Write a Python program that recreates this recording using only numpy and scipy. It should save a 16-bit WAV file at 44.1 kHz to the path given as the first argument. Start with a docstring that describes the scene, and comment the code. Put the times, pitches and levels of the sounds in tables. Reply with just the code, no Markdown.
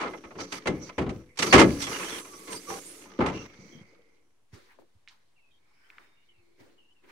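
"""Outdoors, at the grille of a pickup: its hood is unlatched and lifted, heard from a hand-held phone.
The catch slides and knocks, the hood bangs free, groans and scrapes up on hissing struts and stops with a clunk;
then the hand on the phone, small ticks and far birds are left over a very quiet floor.
Blows and strain ring panel resonances; cracks, scrape, hiss, hand and floor are noise shaped in half-octave
bands; whistle is resonated noise, ticks are resonated clicks; squeaks and birds are gliding, wandering tones."""
import sys
import numpy as np
from scipy import signal
from scipy.io import wavfile

SR = 44100
rng = np.random.default_rng(int(sys.argv[2]) if len(sys.argv) > 2 else 0)


def to_wav(s):
    """Save 16-bit WAV."""
    ch = np.atleast_2d(s).T  # columns
    pcm = np.round(np.clip(ch, -1, 1) * 32767)  # PCM
    wavfile.write(sys.argv[1], SR, pcm.astype(np.int16))


N = 313551

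EDGES_HZ = 25 * 2 ** np.arange(0, 9.6, .5)   # half-octave band edges
# dull rub spectrum, of groaning hood and hand: (frequency [Hz], density [dB per Hz, relative])
RUB_SHAPE = [(40, -12.5), (150, -11), (380, 4.5), (800, -16.5), (2000, -33.5)]
# metal scrape spectrum: (frequency [Hz], density [dB per Hz, relative])
SCRAPE_SHAPE = [(40, -42), (300, -8.5), (700, -6), (1200, -0.5), (2200, 0), (3400, -6), (6000, -18),
                (15000, -48.5)]


def amp(db):
    """Gain of a level in dB."""
    return 10 ** (np.asarray(db) / 20)


def rms_one(x):
    """Scaled to rms 1."""
    return x / np.sqrt(np.mean(x ** 2) + 1e-20)


def summed_db(levels):
    """Level of unrelated sounds heard together."""
    return 10 * np.log10(sum(amp(2 * db) for db in levels))


def in_time(rows):
    """Level of a (time, level) curve at every sample."""
    s, db = np.transpose(rows)
    return np.interp(np.arange(N) / SR, s, db)


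def at_hz(points, hz):
    """A spectrum read on a log-frequency axis."""
    points_hz, values = np.transpose(points)
    return np.interp(np.log(hz), np.log(points_hz), values)


def drift(rate_hz):
    """Slow random signal of rms 1: noise at SR / 40 through two equal low-pass poles."""
    r = np.exp(-80 * np.pi * rate_hz / SR)
    white = rng.standard_normal(N // 40 + 2002)
    slow = signal.lfilter([1], [1, -2 * r, r * r], white)[2000:]
    return np.interp(np.arange(N) / 40, np.arange(len(slow)), rms_one(slow))


def resonance(x, hz, width_hz):
    """Two-pole peak of gain about 1."""
    r = np.exp(-np.pi * width_hz / SR)
    gain = (1 - r * r) / 2
    poles = [1, -2 * r * np.cos(2 * np.pi * hz / SR), r * r]
    return signal.lfilter([gain, 0, -gain], poles, x + 1e-18)


def placed(mid, side, alike, pan_db):
    """Left and right from two unrelated signals; positive pan is louder left."""
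    alike = np.clip(alike, 0, 1)
    sign = np.array([[1], [-1]])
    pair = np.sqrt(1 + alike) * mid + sign * np.sqrt(1 - alike) * side
    return pair * amp(sign * pan_db / 2) / np.sqrt(2)


def on_truck(pair, hz):
    """Truck sounds are alike in the bass, lean left there and right in the treble around 6 kHz."""
    # (frequency [Hz], left-right likeness [0-1, clipped])
    likeness = [(60, 0.9), (180, 0.98), (550, 0.85), (1650, 0), (4970, 0.09), (15000, -5.5)]
    # (frequency [Hz], left over right [dB])
    tilt = [(60, 1), (150, 2), (380, 2), (950, 0.5), (2380, -4), (5980, -9), (15000, 2)]
    return placed(*pair, at_hz(likeness, hz), at_hz(tilt, hz))


def bands():
    """Half-octave bands of two unrelated noises, each with its centre."""
    white = rng.standard_normal((2, 2, N))
    for k, (low, high) in enumerate(zip(EDGES_HZ, EDGES_HZ[1:])):
        sos = signal.butter(2, [low, high], "band", fs=SR, output="sos")
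        yield np.sqrt(low * high), signal.sosfilt(sos, white[k % 2])


def unit(spectrum, hz):
    """Band gain that gives a spectrum a total rms of 1."""
    centres = np.sqrt(EDGES_HZ[1:] * EDGES_HZ[:-1])
    total = np.sum(amp(at_hz(spectrum, centres)) ** 2 * np.diff(EDGES_HZ)) / (SR / 2)
    return amp(at_hz(spectrum, hz)) / np.sqrt(total)


def grains(per_s, spread_db):
    """Two unrelated streams of clicks of uneven size at shared random moments, rms 1."""
    size_db = spread_db * np.minimum(rng.exponential(1, (2, N)), 5)
    sizes = amp(size_db) * rng.standard_normal((2, N))
    return rms_one(sizes * (rng.random(N) < per_s / SR))


def tones(notes, blur, lean_db):
    """Gliding narrow tones whose strength and phase wander; blur is their width as a share of pitch."""
    out = np.zeros((2, N))
    lean = np.array([[lean_db], [-lean_db]]) / 2
    for s, length_s, start_hz, end_hz, db in notes:
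        n, i = round(length_s * SR), round(s * SR)
        r = np.exp(-np.pi * blur * start_hz / SR)
        wander = rng.standard_normal((2, n + 4000)) + 1j * rng.standard_normal((2, n + 4000))
        wander = signal.lfilter([1], [1, -2 * r, r * r], wander)[:, -n:]
        phase = 2 * np.pi * np.cumsum(np.linspace(start_hz, end_hz, n)) / SR
        note = rms_one(np.real(wander * np.exp(1j * phase)))
        envelope = signal.windows.tukey(n, .55) * np.linspace(1.4, .5, n)
        out[:, i:i + n] += amp(db + lean) * note * envelope
    return out


def quiet_floor():
    """Steady, wide background noise, nearly unrelated left and right."""
    # (frequency [Hz], density [dB per Hz, relative])
    spectrum = [(30, -23), (60, -10.5), (200, -17), (400, -23.5), (1000, -22.5), (1700, -31), (2400, -26.5),
                (3400, -34), (11500, -35.5), (15600, -49)]
    return sum(placed(*pair, 0.089, 0) * amp(-74) * unit(spectrum, hz) for hz, pair in bands())


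def hiss_bands():
    """Narrow bands of hiss that swell and fade: very blurred tones."""
    # (start [s], length [s], start pitch [Hz], end pitch [Hz], level before envelope [dB])
    notes = [(.58, 0.46, 2230, 2180, -59), (1.27, 0.1, 2140, 2160, -64), (2.2, 0.97, 2166, 2165, -64),
             (3.35, 0.69, 2227, 2116, -62), (3.75, 0.57, 2195, 2128, -72), (3.8, 0.5, 482, 451.8, -70),
             (5.62, 0.63, 5240, 5000, -79.5), (5.45, 1.48, 2266, 2200, -75), (5.75, .4, 1550, 1435, -72)]
    return tones(notes, blur=0.14, lean_db=-4.0)


def low_tone():
    """A faint low tone, gliding slightly down."""
    # (start [s], length [s], start pitch [Hz], end pitch [Hz], level before envelope [dB])
    notes = [(6.2, 0.8, 353, 335, -71.5)]
    return tones(notes, blur=0.077, lean_db=2.5)


def thin_tones():
    """Faint thin high tones, perhaps insects: the narrowest blur."""
    # (start [s], length [s], start pitch [Hz], end pitch [Hz], level before envelope [dB])
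    notes = [(5.49, 0.13, 3690, 3650, -80), (5.88, 0.49, 3670, 3662, -78.5), (6.3, .65, 4290, 4240, -87)]
    return tones(notes, blur=0.019, lean_db=-4)


def far_birds():
    """Far birds: short gliding calls, equally loud left and right."""
    # (start [s], length [s], start pitch [Hz], end pitch [Hz], level before envelope [dB])
    notes = [(5.345, 0.12, 2760, 2640, -71), (5.42, .12, 2660, 2460, -70.5),
             (5.375, 0.033, 2530, 2037, -69.5), (5.5, 0.099, 3210, 3246, -70.5),
             (5.83, 0.066, 3000, 3150, -73.5), (6.15, 0.12, 2760, 2900, -72.5),
             (6.28, 0.058, 3100, 2930, -65.5), (6.33, 0.11, 2760, 2567, -71.5),
             (6.77, .07, 2930, 2960, -64.5), (6.8, 0.13, 2790, 2844, -68.5),
             (6.9, 0.047, 2970, 3020, -67.5), (6.94, 0.089, 2866, 2566, -71.5)]
    return tones(notes, blur=0.058, lean_db=0.0)


def hand_levels():
    """Rub, rustle and bright rustle levels: each move swells, then fades."""
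    # hand shifting on the phone: (start [s], rise [s], fade [s], dull rub [dB], rustle [dB], bright rustle [dB])
    moves = [(4.521, 0.019, 0.31, -57, -57.5, -59), (4.62, 0.098, 0.09, -77.5, -59.5, -81),
             (4.77, 0.03, 0.11, -56.5, -72.5, -91), (5.08, 0.031, 0.18, -80.5, -63.5, -65.5),
             (5.6, 0.31, .6, -73, -63, -78), (5.9, 0.099, 0.26, -65.5, -61, -74.5),
             (6.2, 0.32, .2, -74, -88, -95.5), (6.571, 0.033, 0.32, -55.5, -62, -68),
             (7.02, 0.023, 0.35, -61, -64, -79.5), (7.06, 0.037, 0.14, -68.5, -56.5, -64.5)]
    rest_db, drop_per_fade_db = -83, 28.5
    t = np.arange(N) / SR
    resting = np.interp(t, [4.4, 4.5], [-120, rest_db])   # from the end of the hood's strain
    levels = [np.tile(resting, (3, 1))]
    for s, rise_s, fade_s, *peaks in moves:
        times = [s - .01, s, s + rise_s, s + rise_s + 3 * fade_s]
        shape = np.interp(t, times, [-100, -20, 0, -3 * drop_per_fade_db])
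        levels.append(np.array(peaks)[:, None] + shape)
    return summed_db(levels)


def hand():
    """The hand on the phone: dull, middle and bright friction noise, each band wavering."""
    # (frequency [Hz], density [dB per Hz, relative])
    rustle_shape = [(300, -61), (900, 3.5), (1500, 0), (2250, 7), (3500, -22), (8000, -20)]
    # (frequency [Hz], density [dB per Hz, relative])
    bright_shape = [(1500, -50), (4000, 8.5), (7000, -7), (15500, -14)]
    levels = hand_levels()
    out = np.zeros((2, N))
    for hz, pair in bands():
        shapes = [RUB_SHAPE, rustle_shape, bright_shape]
        energy = sum((amp(db) * unit(shape, hz)) ** 2 for db, shape in zip(levels, shapes))
        out += placed(*pair, 0.089, 0) * np.sqrt(energy) * amp(2.0 * drift(15))
    return out


def ticks():
    """Ticks and bumps near the phone: a click with a dying noise tail, three times through one resonance."""
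    # (time [s], peak before panning [dB], centre [Hz], nominal width [Hz], tail t60 [s], left over right [dB])
    rows = [(3.589, -43.5, 111, 200, 0.15, 1), (3.621, -46.5, 149, 150, 0.15, 1.5),
            (3.65, -44.5, 160.6, 149, 0.31, 1.5), (3.728, -43.5, 199.5, 398, 0.08, 8),
            (3.751, -40.5, 153, 200, 0.25, 5), (3.81, -42.5, 118, 198, 0.19, 2),
            (3.931, -54.5, 488, 200, 0.088, 3.5), (3.991, -54.5, 479, 199.8, .15, 4),
            (4.53, -41, 80, 150.4, 0.093, -3.5), (4.788, -48.5, 492, 696, 0.031, 14),
            (4.82, -56, 601, 701, 0.059, 12.5), (4.95, -55.5, 73, 99, 0.054, -8.5),
            (5.076, -36.5, 1910, 2080, 0.11, -4.5), (5.086, -40, 3500, 3977, 0.093, -6.5),
            (5.902, -38, 2156, 1890, 0.024, 0), (5.983, -34, 1450, 1390, 0.02, 1),
            (6.375, -61.5, 89.5, 79.9, 0.11, 0.5), (6.6, -58, 80.2, 79.5, 0.097, 0)]
    out, t = np.zeros((2, N)), np.arange(SR // 4) / SR
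    noise = rng.standard_normal((len(rows), 2, len(t)))
    for (s, db, hz, width_hz, t60, pan_db), pair in zip(rows, noise):
        burst = pair * amp(-60 * t / t60)
        burst[0, 0] += 0.23 * np.sqrt(SR * t60)
        for _ in range(3):
            burst = resonance(burst, hz, 0.97 * width_hz)
        i = round(s * SR)
        burst = burst / np.abs(burst[0]).max() * amp(db)
        out[:, i:i + len(t)] += placed(*burst, 0.7, pan_db)
    return out


def strokes():
    """Groan, scrape, whistle, hiss levels: each stroke rises, sags and lets go, over the steady strain."""
    # strokes of groan, scrape, whistle and hiss, some only a groan after a blow:
    # (start [s], length [s], hood groan [dB], metal scrape [dB], whistle [dB], hiss [dB])
    rows = [(0.01, 0.076, -58, -48, -72, -77), (0.067, 0.12, -60, -55.5, -61, -65),
            (0.376, 0.077, -42, -43.5, -38.5, -61), (0.436, 0.1, -69, -62.5, -52.5, -75),
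            (0.499, 0.087, -60, -44.5, -41, -50.5), (0.717, 0.11, -43.5, -79, -66, -82),
            (0.797, 0.1, -46.5, -56, -50, -71), (1.104, .115, -47, -63, -82, -86),
            (1.394, .13, -39, -37.5, -36, -40.5), (1.776, 0.08, -62, -41, -37, -43),
            (1.862, 0.344, -41.5, -39.5, -44.5, -44.5), (2.492, 0.082, -38, -44, -43, -45),
            (2.663, 0.13, -40, -47.5, -46, -44.5), (3.304, 0.16, -48.5, -49.5, -56.5, -78),
            (3.576, 0.25, -56.5, -76, -59.5, -89)]
    # steady strain of the hood between strokes: (time [s], groan [dB])
    strain = [(0, -60.5), (.6, -53.5), (1.2, -61), (1.34, -68.5), (1.6, -34.5), (1.78, -43), (2.23, -52),
              (3.17, -53.5), (3.5, -56.5), (3.9, -64), (4.45, -84), (4.5, -120)]
    # gas struts extending: (time [s], hiss [dB])
    struts = [(0, -72), (1.38, -77), (1.5, -56), (1.68, -49.5), (1.78, -50), (2.2, -47), (2.23, -53),
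              (2.9, -50), (3.04, -55.5), (3.17, -84), (4.45, -93), (4.5, -120)]
    attack_s, release_s, sag_db = 0.032, 0.01, 4.5
    scrape_under_db, whistle_under_db = 7.5, 10.5   # below the groan
    t = np.arange(N) / SR
    strain_db = in_time(strain)
    steady = [strain_db, strain_db - scrape_under_db, strain_db - whistle_under_db, in_time(struts)]
    levels = [np.array(steady)]
    for s, length_s, *peaks in rows:
        end = s + length_s
        times = [s - attack_s, s, s + attack_s, end, end + release_s, end + 4 * release_s]
        shape = np.interp(t, times, [-100, -20, 0, -sag_db, -20, -100])
        levels.append(np.array(peaks)[:, None] + shape)
    return summed_db(levels)


def slips(hiss_db, count):
    """Many brief gliding squeaks at random moments of the lift, their level following the strut hiss."""
    draws = rng.random((count, 4))
    s, length_s = 1.62 + 1.42 * draws[:, 0], .03 + .07 * draws[:, 1]
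    start_hz = 5600 * 1.9 ** draws[:, 2]
    end_hz = start_hz * (1 + .14 * (draws[:, 3] - .4))
    level_db = hiss_db[(s * SR).astype(int)] - 13
    return tones(zip(s, length_s, start_hz, end_hz, level_db), blur=0.027, lean_db=-8.5)


def squeaks():
    """Squeaks of hinges and catch: blurred gliding tones."""
    # (start [s], length [s], start pitch [Hz], end pitch [Hz], level before envelope [dB])
    notes = [(.82, 0.04, 5500, 5840, -52.5), (1.503, 0.032, 4450, 4670, -34.5),
             (1.82, 0.071, 3470, 3300, -40), (1.935, 0.053, 2880, 2880, -40.5),
             (2.005, .05, 2550, 2700, -42), (2.04, 0.06, 3040, 3160, -45), (2.08, 0.13, 3550, 3010, -45),
             (2.24, 0.28, 1150, 1120, -56), (2.32, 0.077, 5800, 5860, -55), (2.47, 0.11, 1060, 945, -45),
             (2.5, 0.091, 8500, 8900, -43), (2.55, 0.054, 4800, 4800, -45.5),
             (2.69, 0.048, 2080, 2050, -53), (2.49, 0.098, 448, 428, -70), (2.685, 0.12, 790, 797, -43),
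             (2.66, 0.13, 1150, 1100, -43.5), (2.68, 0.092, 480, 463, -45), (2.84, 0.11, 8300, 9950, -48.5),
             (3.05, 0.22, 1220, 1160, -62), (3.32, 0.13, 2800, 2700, -48.5), (3.7, 0.14, 3220, 3180, -63)]
    return tones(notes, blur=.06, lean_db=-4.5)


def whistle(level_db):
    """Sliding steel: noise through fixed resonances, each wavering."""
    # (centre [Hz], width of each of two passes [Hz], relative level [dB])
    peaks = [(4850, 1500, -3), (5750, 850, 0)]
    white, out = rng.standard_normal((2, N)), np.zeros((2, N))
    for hz, width_hz, db in peaks:
        peak = resonance(resonance(white, hz, width_hz), hz, width_hz)
        out += on_truck(peak, hz) * amp(db + 3.0 * drift(5)) / np.sqrt(width_hz)
    return rms_one(out) * amp(level_db)


def contact_power():
    """Power fed into the hood in bass, middle, treble: contacts build up fast, chatter unevenly, die out."""
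    # blows on the hood: (time [s], middle drive [dB], bass drive [dB], treble drive [dB], power decay [s])
    blows = [(0, -25, -49.5, -41, 0.012), (0.033, -23, -55, -51, .006), (0.057, -27.5, -51, -52, 0.01),
             (0.134, -28, -54.5, -63, 0.0052), (0.238, -38.5, -51, -56, 0.0079),
             (0.306, -34.5, -68, -65, 0.0047), (0.352, -44, -47, -67, 0.011),
             (0.385, -30, -58, -58, 0.0069), (0.403, -38, -60, -35, 0.0017), (0.52, -41, -56.5, -39, 0.014),
             (0.657, -26, -31.5, -41.5, 0.014), (0.67, -18.5, -25.5, -27, 0.0042),
             (0.682, -29, -25, -46, 0.0014), (0.892, -32, -67, -48, 0.0028), (0.98, -25, -26.5, -42, 0.012),
             (1.061, -35, -33, -62, 0.0064), (1.091, -35, -39, -45, 0.0059), (1.357, -53, -77, -52, 0.0024),
             (1.372, -46, -71, -36.5, 0.0047), (1.388, -25.5, -39, -20.5, 0.006),
             (1.422, -23, -39.5, -20.5, 0.0056), (1.465, -39, -38.5, -31, .005),
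             (1.473, -26, -33, -37, 0.0028), (1.525, -4, -29.5, -14, 0.015),
             (1.538, -21, -9.5, -32, 0.0032), (1.578, -12.5, -24, -23.5, 0.009),
             (1.594, -14.5, -24.5, -16.5, 0.0074), (1.61, -11.5, -24, -41, 0.0055),
             (1.639, -22, -29, -42.5, 0.0047), (1.817, -49, -69, -29.5, 0.011),
             (1.867, -30, -40, -31, 0.003), (1.875, -26, -47, -40, 0.0032), (1.915, -30, -52, -48, 0.0021),
             (1.997, -31.5, -72, -42, 0.0052), (2.043, -34, -58, -35, 0.003),
             (2.121, -39, -57, -46, 0.0074), (2.247, -43.5, -77, -57, 0.0071),
             (2.334, -47, -62, -60, 0.0034), (2.472, -45, -57, -47.5, 0.012), (2.701, -29, -59, -65, 0.007),
             (3.053, -51.5, -62, -64, .005), (3.189, -29, -20.5, -71, 0.0038),
             (3.204, -17, -63, -57, 0.019), (3.259, -29.5, -51, -40, 0.011), (3.297, -40, -40, -56, 0.015)]
    power, t = np.zeros((3, N)), np.arange(N // 8) / SR
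    for s, db, bass_db, treble_db, decay_s in blows:
        i = round(s * SR)
        burst = (1 - np.exp(-t / 0.0024)) * np.exp(-t / decay_s)
        power[:, i:i + len(t)] += amp(2 * np.array([[bass_db], [db], [treble_db]])) * burst
    return power * amp(2 * 2.5 * drift(90))


def share(power, hz):
    """Blend of contact powers at a frequency; dull blows keep falling toward the top."""
    bass, middle, treble = np.log(power + 1e-30)
    upper = middle + 0.52 * (treble - middle)
    top = treble + 0.18 * (treble - middle) + 2.1
    centres = np.log([150, 900, 2400, 4200, 12000])
    weights = [np.interp(np.log(hz), centres, row) for row in np.eye(5)]
    return np.exp(np.dot(weights, [bass, middle, upper, treble, top]))


def crack_power(power, hz):
    """Dense sheet-metal modes: a band's blow power, smoothed at onset and ringing down."""
    # (frequency [Hz], density [dB per Hz, relative])
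    spectrum = [(40, -12.5), (100, -6), (340, -2.5), (1000, -19), (2060, -4.5), (3500, -12), (6500, -18),
                (11000, -41), (15500, -61.5)]
    # (frequency [Hz], t60 [s])
    ring_t60 = [(60, 0.52), (300, 0.33), (1000, 0.022), (3000, 0.019), (12000, 0.026)]
    r = amp(-120 / (at_hz(ring_t60, hz) * SR))   # power decay per sample
    ringing = signal.lfilter([.005], [1, -r], share(power, hz))
    onset = np.exp(-3 * hz / SR)   # a band needs part of a cycle to build up
    ringing = signal.lfilter([1 - onset], [1, -onset], ringing)
    return ringing * (unit(spectrum, hz) * amp(8.5 + 0.39 * drift(36))) ** 2


def hood_noise(power, groan_db, scrape_db, hiss_db):
    """Crack of the blows, rub, gritty scrape and strut hiss: powers added band by band."""
    # strut hiss: (frequency [Hz], density [dB per Hz, relative])
    hiss_shape = [(500, -29.5), (2000, -9), (4000, -8), (8600, -4.5), (11500, -3), (13000, -18.5),
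                  (15500, -22.5)]
    out, together = np.zeros((2, N)), drift(25)
    catches = np.abs(grains(350, spread_db=1.2)[0])   # grit catches the metal and lets go, 3 ms decay
    grit = rms_one(.08 + signal.lfilter([.01], [1, -np.exp(-1 / (.003 * SR))], catches))
    for hz, pair in bands():
        crack = crack_power(power, hz)
        rub = amp(groan_db - 4.5 + 2.5 * drift(15)) * unit(RUB_SHAPE, hz)
        stutter_db = 1.5 * together + 2.5 * drift(40)
        scrape = grit * amp(scrape_db + stutter_db) * unit(SCRAPE_SHAPE, hz)
        hiss = amp(hiss_db + 0.85 * drift(36)) * unit(hiss_shape, hz)
        out += on_truck(pair * np.sqrt(crack + rub ** 2 + scrape ** 2 + hiss ** 2), hz)
    return out


def hood(power, groan_db, scrape_db):
    """Blows and the strain of lifting ring the panel modes, each with a changing strength."""
    # hood panels: (frequency [Hz], drive gain [dB], t60 [s])
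    modes = [(70, -3.5, 0.17), (96, -14, 0.39), (118, 0, 0.35), (170, -9.5, 0.75), (185.3, 3, 0.24),
             (282.4, -0.5, 0.7), (326.4, -3.5, 0.18), (373, -3.5, 0.44), (438, -5, 0.15), (496, -8, 0.86),
             (528.1, -16.5, 0.22), (642, -19, .2), (860, -13, 0.031), (1020.3, -8.5, 0.065),
             (1111.6, -7.5, 0.11), (1224, -9.5, 0.05), (1270, -13.5, 0.042), (1325, -12.5, 0.088),
             (1690, -19, 0.49), (2070, -6, 0.07), (2310, -12, 0.034)]
    blow_gain_db, strain_gain_db = 25.5, 19.5
    out = np.zeros((2, N))
    force = [grains(6000, spread_db=-1.5), grains(6000, spread_db=3.0)]
    for k, (hz, db, t60) in enumerate(modes):
        groan = amp(groan_db + at_hz(RUB_SHAPE, hz))
        scrape = amp(scrape_db + at_hz(SCRAPE_SHAPE, hz) + 3.5)
        blow = np.sqrt(share(power, hz)) * amp(blow_gain_db)
        drive = blow + (groan + scrape) * amp(strain_gain_db)
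        drive = drive * amp(db + 3.0 * drift(20))
        width_hz = np.log(1000) / np.pi / t60
        out += on_truck(resonance(force[k % 2] * drive, hz, width_hz), hz)
    # low-pass keeps the panel ringing dull
    return signal.sosfilt(signal.butter(2, 3200, fs=SR, output="sos"), out)


def scene():
    """All sources, background first."""
    groan_db, scrape_db, whistle_db, hiss_db = strokes()
    power = contact_power()
    far = quiet_floor() + hiss_bands() + low_tone() + thin_tones() + far_birds()
    near = hand() + ticks()
    truck = slips(hiss_db, count=110) + squeaks() + whistle(whistle_db)
    truck += hood_noise(power, groan_db, scrape_db, hiss_db) + hood(power, groan_db, scrape_db)
    return far + near + truck


def record(dry):
    """The microphone drops deep bass and dips near 12.5 kHz; peaks are rounded, the top cut, an offset added."""
    cutoff_hz, ceiling, offset = 15750, .95, -.0007
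    heard = signal.sosfilt(signal.butter(2, 45, "high", fs=SR, output="sos"), dry)
    heard = heard - 0.78 * resonance(heard, 12600, 2000)
    rounded = ceiling * np.tanh(heard / ceiling)
    steep = signal.ellip(12, .5, 80, cutoff_hz, fs=SR, output="sos")
    return signal.sosfilt(steep, rounded) + offset


dry = scene()
out = record(dry)
to_wav(out)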